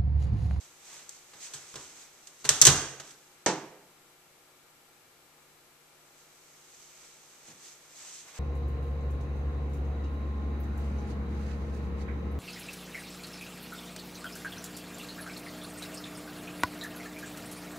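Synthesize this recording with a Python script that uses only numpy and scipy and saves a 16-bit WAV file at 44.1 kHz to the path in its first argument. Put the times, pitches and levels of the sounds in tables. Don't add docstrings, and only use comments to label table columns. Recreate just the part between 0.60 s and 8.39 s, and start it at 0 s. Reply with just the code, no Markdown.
import sys
import numpy as np
from scipy import signal
from scipy.fft import rfft, irfft, next_fast_len
from scipy.io import wavfile

SR = 44100
rng = np.random.default_rng(int(sys.argv[2]) if len(sys.argv) > 2 else 0)


def wav_record(signal):
    frames = np.transpose(np.atleast_2d(signal))
    bounded = np.clip(frames, -1, 1)
    quanta = np.round(bounded * 32767).astype(np.int16)
    wavfile.write(sys.argv[1], SR, quanta)


N = 343539
T = np.arange(N) / SR
RING_T = T[:SR]

# frequency in Hz, relative level in dB.
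AIR_SPECTRUM = [(25, -6.5), (70, -7), (150, -5.5), (350, -1), (800, -1.5), (1400, -4), (2400, -6),
                (4000, -11), (7000, -19), (15000, -29)]
# frequency in Hz, level in dB before panning.
FRIDGE_TONES = [(150.3, -78), (300, -82.5), (360.7, -76.5), (480, -79.5), (812, -81), (1200, -82),
                (1260, -82), (1380, -78), (1680, -84.5), (2160, -83), (2342, -80), (2762, -87.5),
                (4021, -86.5)]
# start in seconds, end in seconds, relative level of the shirt in dB.
SHIRT_STIRS = [(0, 2.24, -60.5), (6.1, 11, -59.5)]
# middle in seconds, length in seconds, relative level in dB, offset for the folds in dB.
SLEEVE_STROKES = [(0.01, 0.1, -54, -9), (0.343, 0.17, -49, -4), (0.54, 0.12, -54.5, -12),
                  (0.844, 0.066, -42.5, -21), (0.94, 0.34, -51, -4.5), (1.215, .21, -49, -13),
                  (1.403, .12, -52, -7), (1.815, 0.045, -55, -21), (2.0, 0.2, -46.5, -1.5),
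                  (2.48, 0.09, -52, -18.5), (5.6, .06, -62.5, -12), (6.23, 0.21, -58, -15),
                  (6.442, 0.19, -57, -4.5), (6.892, 0.065, -51, -4.5), (7.067, 0.13, -50.5, -12),
                  (7.46, 0.2, -47.5, -9), (7.573, 0.13, -49, -21), (7.699, 0.068, -55.5, 4.5),
                  (7.785, 0.089, -51.5, 3)]
# frequency in Hz, relative level in dB.
SWISH_SPECTRUM = [(600, -33), (2000, 1), (3500, 3), (6000, 3.5), (9000, 2), (15000, -11)]
RUB_SPECTRUM = [(150, -19.5), (400, -9), (750, -4.5), (1500, -4.5), (2500, -4.5), (5000, -17)]
# start in seconds, crack level in dB,
# tilt in dB per octave, crack t60 (time to fall 60 dB) in seconds, case level in dB.
DOOR_TAPS = [(0.492, -36, 7.5, .02, -85), (0.734, -52, -3.5, .15, -74), (0.9355, -42, 1.5, 0.19, -52.5),
             (1.1405, -41, -4.5, .03, -54), (1.1565, -37, -2.5, .055, -49), (1.6712, -45, 3.5, .05, -83),
             (1.843, -40, -2.5, .15, -46), (1.85, -31.5, -1.5, 0.0901, -50),
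             (2.3986, -39, -2.5, 0.067, -69), (2.507, -48, 1, .052, -82)]
# start in seconds, crack level in dB, tilt in dB per octave, crack t60 in seconds,
# latch level in dB, case level in dB, panel level in dB, rebound lag in seconds, rebound level in dB.
DOOR_BLOWS = [(1.8908, -9.5, 2.5, 0.023, -28, -35.5, -45, 0.0066, -27),
              (2.0143, -10.5, 7, .05, -10.5, -35.5, -48, 0.0056, -22.5),
              (2.0512, -13, 3, .049, -14.5, -49, -41.5, .0053, -23),
              (2.0676, -9.5, 4, .03, -17, -17, -31, .0024, -13.5)]
# frequency in Hz, relative level in dB.
PLASTIC_SPECTRUM = [(60, -11.5), (200, -8.5), (400, -2.5), (650, -4), (1050, -2), (1600, 2), (2300, -2),
                    (3300, 3), (5200, 0), (9000, -0.5), (12500, -6), (15000, -14.5)]
# frequency in Hz, relative level in dB, t60 in seconds.
LATCH_MODES = [(3600, -21, 0.019), (4497, -9.5, .016), (5648, -2.5, .018), (6000, -4.5, .016),
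               (6294, -3, 0.017), (6590, -6.5, .022), (6860, -7, 0.022), (7970, -9.5, .02),
               (8680, -12.5, .015), (12400, 2.5, 0.012)]
DOOR_PANEL_MODES = [(238, -11, 0.57), (326.2, -9.5, 0.31), (371.7, -1.5, .26), (427, -0.5, .3),
                    (1010, -2, .17), (1070, -1.5, .2), (1440, -3.5, 0.22), (1596, 0.5, 0.17)]
CASE_MODES = [(42.27, -20.5, .5), (73.6, -13.5, .33), (87, -12, 0.44), (110, -7.5, .2), (134.3, 3, 0.22),
              (151, -2, 0.18), (178.3, -16.5, .3)]
# start in seconds, clatter level in dB,
# tilt in dB per octave, clatter t60 in seconds, boom level in dB, tick level in dB.
WOOD_KNOCKS = [(2.861, -22.5, -1.2, 0.25, -30, -20.5), (6.883, -52.5, -9, 0.087, -68, -68),
               (6.909, -57.5, -13.5, 0.19, -76, -80)]
# frequency in Hz, relative level in dB.
WOOD_SPECTRUM = [(60, -33), (105, -10), (150, -5), (250, -6.5), (350, -1), (500, -2.5), (630, -4.5),
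                 (900, -1), (1300, -8.5), (2000, -8), (3200, -12), (6000, -13), (9000, -21), (15000, -41)]
# frequency in Hz, relative level in dB, t60 in seconds.
WOOD_MODES = [(148, -9, 0.51), (176.6, -2.5, 0.24), (218, -14, 0.42), (301, -21, 0.26), (318, -3.5, 0.36),
              (366.5, -21, 0.4), (435.5, 6.5, 0.12), (508, 0.5, 0.28), (882, -12, .25), (945, -4.5, 0.27),
              (1390, -18, 0.43), (1836, -5.5, 0.25)]
# band centre in Hz, t60 in seconds, gain in dB.
ECHO_BANDS = [(60, .5, -6), (150, 0.66, -3), (400, 0.72, 1.5), (1000, 0.67, 0.5), (2200, 0.69, -3.5),
              (4030, 0.52, -5), (6760, 0.56, -8.5), (11000, .42, -9.5), (15000, .3, -13)]
# frequency in Hz, left gain in dB, right gain in dB.
PORT_RESPONSE = [(59.7, -2, 1.5), (3000, -0.5, 1.5), (4600, 1, 3.5), (5560, 0.5, 7), (6420, 4, 13),
                 (7035, 7, 8), (7800, 12, 1), (8580, 6, -3), (9600, -1, -11.5), (11300, -1.5, -12.5),
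                 (13000, -1, -18.5), (15000, -5.5, -31)]


def undb(db):
    return 10 ** (np.asarray(db) / 20)


def unit_rms(x):
    return x / np.sqrt(np.mean(x ** 2))


def read_curve(hz, table, column=1):
    table = np.array(table)
    return np.interp(np.log(hz + 1e-9), np.log(table[:, 0]), table[:, column])


def colour(x, table, tilt_db=0, column=1):
    size = 4096
    hz = np.fft.rfftfreq(size, 1 / SR)
    octaves = np.log2(np.clip(hz, 200, 8000) / 1000)
    gain = undb(read_curve(hz, table, column) + tilt_db * octaves)
    cepstrum = irfft(np.log(gain))
    cepstrum[1:size // 2] *= 2
    cepstrum[size // 2 + 1:] = 0
    impulse = irfft(np.exp(rfft(cepstrum)))
    return signal.fftconvolve(x, impulse[None], axes=1)[:, :x.shape[1]]


def stereo_noise(size, alike_hz):
    padded = next_fast_len(size)
    mid, side = rfft(rng.standard_normal((2, padded)))
    alike = 1 / (1 + (np.fft.rfftfreq(padded, 1 / SR) / alike_hz) ** 2)
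    mid, side = mid * np.sqrt((1 + alike) / 2), side * np.sqrt((1 - alike) / 2)
    return irfft(np.array([mid + side, mid - side]), padded)[:, :size]


def wander(rate_hz):
    knots = rng.standard_normal(4096)
    return np.interp(T * rate_hz, np.arange(len(knots)), knots)


def decay(t60, rise_s):
    return np.exp(-np.log(1000) * RING_T / t60) * (1 - np.exp(-RING_T / rise_s))


def ring(modes, rise_s, scatter_db):
    weights = undb(scatter_db * rng.standard_normal(len(modes)))
    return sum((-1) ** k * weights[k] * undb(db) * decay(t60, rise_s) * np.sin(2 * np.pi * hz * RING_T)
               for k, (hz, db, t60) in enumerate(modes))


def burst(spectrum, tilt_db, t60, rise_s, alike_hz):
    envelope = decay(t60, rise_s)
    direct = unit_rms(colour(stereo_noise(SR, alike_hz) * envelope, spectrum, tilt_db))
    sent = unit_rms(colour(signal.unit_impulse((1, SR)), spectrum, tilt_db))
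    return np.vstack([direct, sent]) * np.sqrt(np.mean(envelope ** 2))


def add(track, start_s, sound):
    start = int(start_s * SR)
    track[:, start:start + sound.shape[-1]] += sound[..., :N - start]


def room_tone():
    air = unit_rms(colour(stereo_noise(N, alike_hz=895), AIR_SPECTRUM))
    return air * undb(-64 + 0.4 * wander(5))


def fridge():
    hum = np.zeros(N)
    for hz, db in FRIDGE_TONES:
        amplitude = np.sqrt(2) * undb(db + 0.5 * wander(3.12))
        hum += amplitude * np.sin(2 * np.pi * hz * T + 0.88 * wander(1.9))
    return hum


def cloth_motion(ramp_s=0.9):
    stir = sum(undb(db) * np.clip(np.minimum(T - start, end - T) / ramp_s + 1, 0, 1)
               for start, end, db in SHIRT_STIRS)
    slide_power, fold_power = stir ** 2, (stir * undb(-5.5)) ** 2
    for middle_s, length_s, db, fold_db in SLEEVE_STROKES:
        swell = undb(db) * 0.5 ** ((2 * (T - middle_s) / length_s) ** 2)
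        slide_power += swell ** 2
        fold_power += (swell * undb(fold_db)) ** 2
    return np.sqrt(slide_power), np.sqrt(fold_power)


def shirt(swish_db=-5, rub_db=-3):
    slide, fold = cloth_motion()
    swish = unit_rms(colour(stereo_noise(N, alike_hz=3000), SWISH_SPECTRUM))
    swish *= undb(wander(450) + 0.69 * wander(35))
    rub = unit_rms(colour(stereo_noise(N, alike_hz=2000), RUB_SPECTRUM))
    rub *= undb(1.5 * wander(78))
    return undb(swish_db) * slide * swish + undb(rub_db) * fold * rub


def plastic_crack(db, tilt_db, t60):
    return undb(db) * burst(PLASTIC_SPECTRUM, tilt_db, t60, rise_s=0.00027, alike_hz=4500)


def latch(db):
    return undb(db) * ring(LATCH_MODES, rise_s=0.0005, scatter_db=3.5)


def oven_boom(case_db, panel_db):
    panel = ring(DOOR_PANEL_MODES, rise_s=0.002, scatter_db=0.5)
    case = ring(CASE_MODES, rise_s=0.018, scatter_db=1.0)
    return undb(panel_db) * panel + undb(case_db) * case


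def oven_door():
    sharp, boom = np.zeros((2, 3, N))
    for start_s, crack_db, tilt_db, t60, latch_db, case_db, panel_db, lag_s, rebound_db in DOOR_BLOWS:
        add(sharp, start_s, plastic_crack(crack_db, tilt_db, t60) + latch(latch_db))
        rebound = plastic_crack(rebound_db, tilt_db=-1.4, t60=0.105) + latch(latch_db - 4.5)
        add(sharp, start_s + lag_s, rebound)
        add(boom, start_s, oven_boom(case_db, panel_db))
    for start_s, crack_db, tilt_db, t60, case_db in DOOR_TAPS:
        add(sharp, start_s, plastic_crack(crack_db, tilt_db, t60) + latch(crack_db - 20))
        add(boom, start_s, oven_boom(case_db, panel_db=case_db - 4))
    return sharp, boom


def wood_knocks(contact_s=0.0007):
    sharp, boom = np.zeros((2, 3, N))
    for start_s, clatter_db, tilt_db, t60, boom_db, tick_db in WOOD_KNOCKS:
        clatter = burst(WOOD_SPECTRUM, tilt_db, t60, rise_s=contact_s, alike_hz=3426)
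        tick = burst(WOOD_SPECTRUM, tilt_db=2.5, t60=0.035, rise_s=contact_s, alike_hz=6030)
        add(sharp, start_s, undb(clatter_db) * clatter + undb(tick_db) * tick)
        add(boom, start_s, undb(boom_db) * ring(WOOD_MODES, rise_s=0.0041, scatter_db=0.5))
    return sharp, boom


def kitchen_echo(sent, build_s=0.007):
    noise = rfft(stereo_noise(SR, alike_hz=2600))
    hz = np.fft.rfftfreq(SR, 1 / SR)
    centres = np.array(ECHO_BANDS)[:, 0]
    tail = 0
    for (_, t60, db), share in zip(ECHO_BANDS, np.eye(len(ECHO_BANDS))):
        band = irfft(noise * read_curve(hz, np.column_stack([centres, share])), SR)
        envelope = decay(t60, build_s)
        tail += undb(db) * band * envelope / np.sqrt(np.sum(envelope ** 2))
    return signal.fftconvolve(sent[None], tail, axes=1)[:, :N]


def scene():
    door_sharp, door_boom = oven_door()
    wood_sharp, wood_boom = wood_knocks()
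    cloth = shirt()
    booms = door_boom + wood_boom
    direct = (door_sharp + wood_sharp + booms)[:2] + cloth
    impacts_sent = (door_sharp + undb(-5.5) * wood_sharp + undb(-11.5) * booms)[2]
    echo = kitchen_echo(impacts_sent + undb(-5) * cloth[0])
    background = (room_tone() + fridge()) * undb([[3], [-3]])
    return direct + echo + background


def record(dry, hiss_db=-62, whine_db=-81, clip_level=0.85, top_hz=14250):
    left = colour(dry[:1], PORT_RESPONSE, column=1)
    right = colour(dry[1:], PORT_RESPONSE, column=2)
    whine_hz = np.array([[7870], [11806]])
    whine = np.sqrt(2) * np.sin(2 * np.pi * whine_hz * T + 1.5 * wander(90)).sum(0)
    hiss = rng.standard_normal((2, N))
    heard = np.vstack([left, right]) + undb(hiss_db) * hiss + undb(whine_db) * whine
    lowpass = signal.ellip(10, 0.2, 80, top_hz, fs=SR, output="sos")
    return signal.sosfilt(lowpass, np.clip(heard, -clip_level, clip_level))


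dry = scene()
out = record(dry)
wav_record(out)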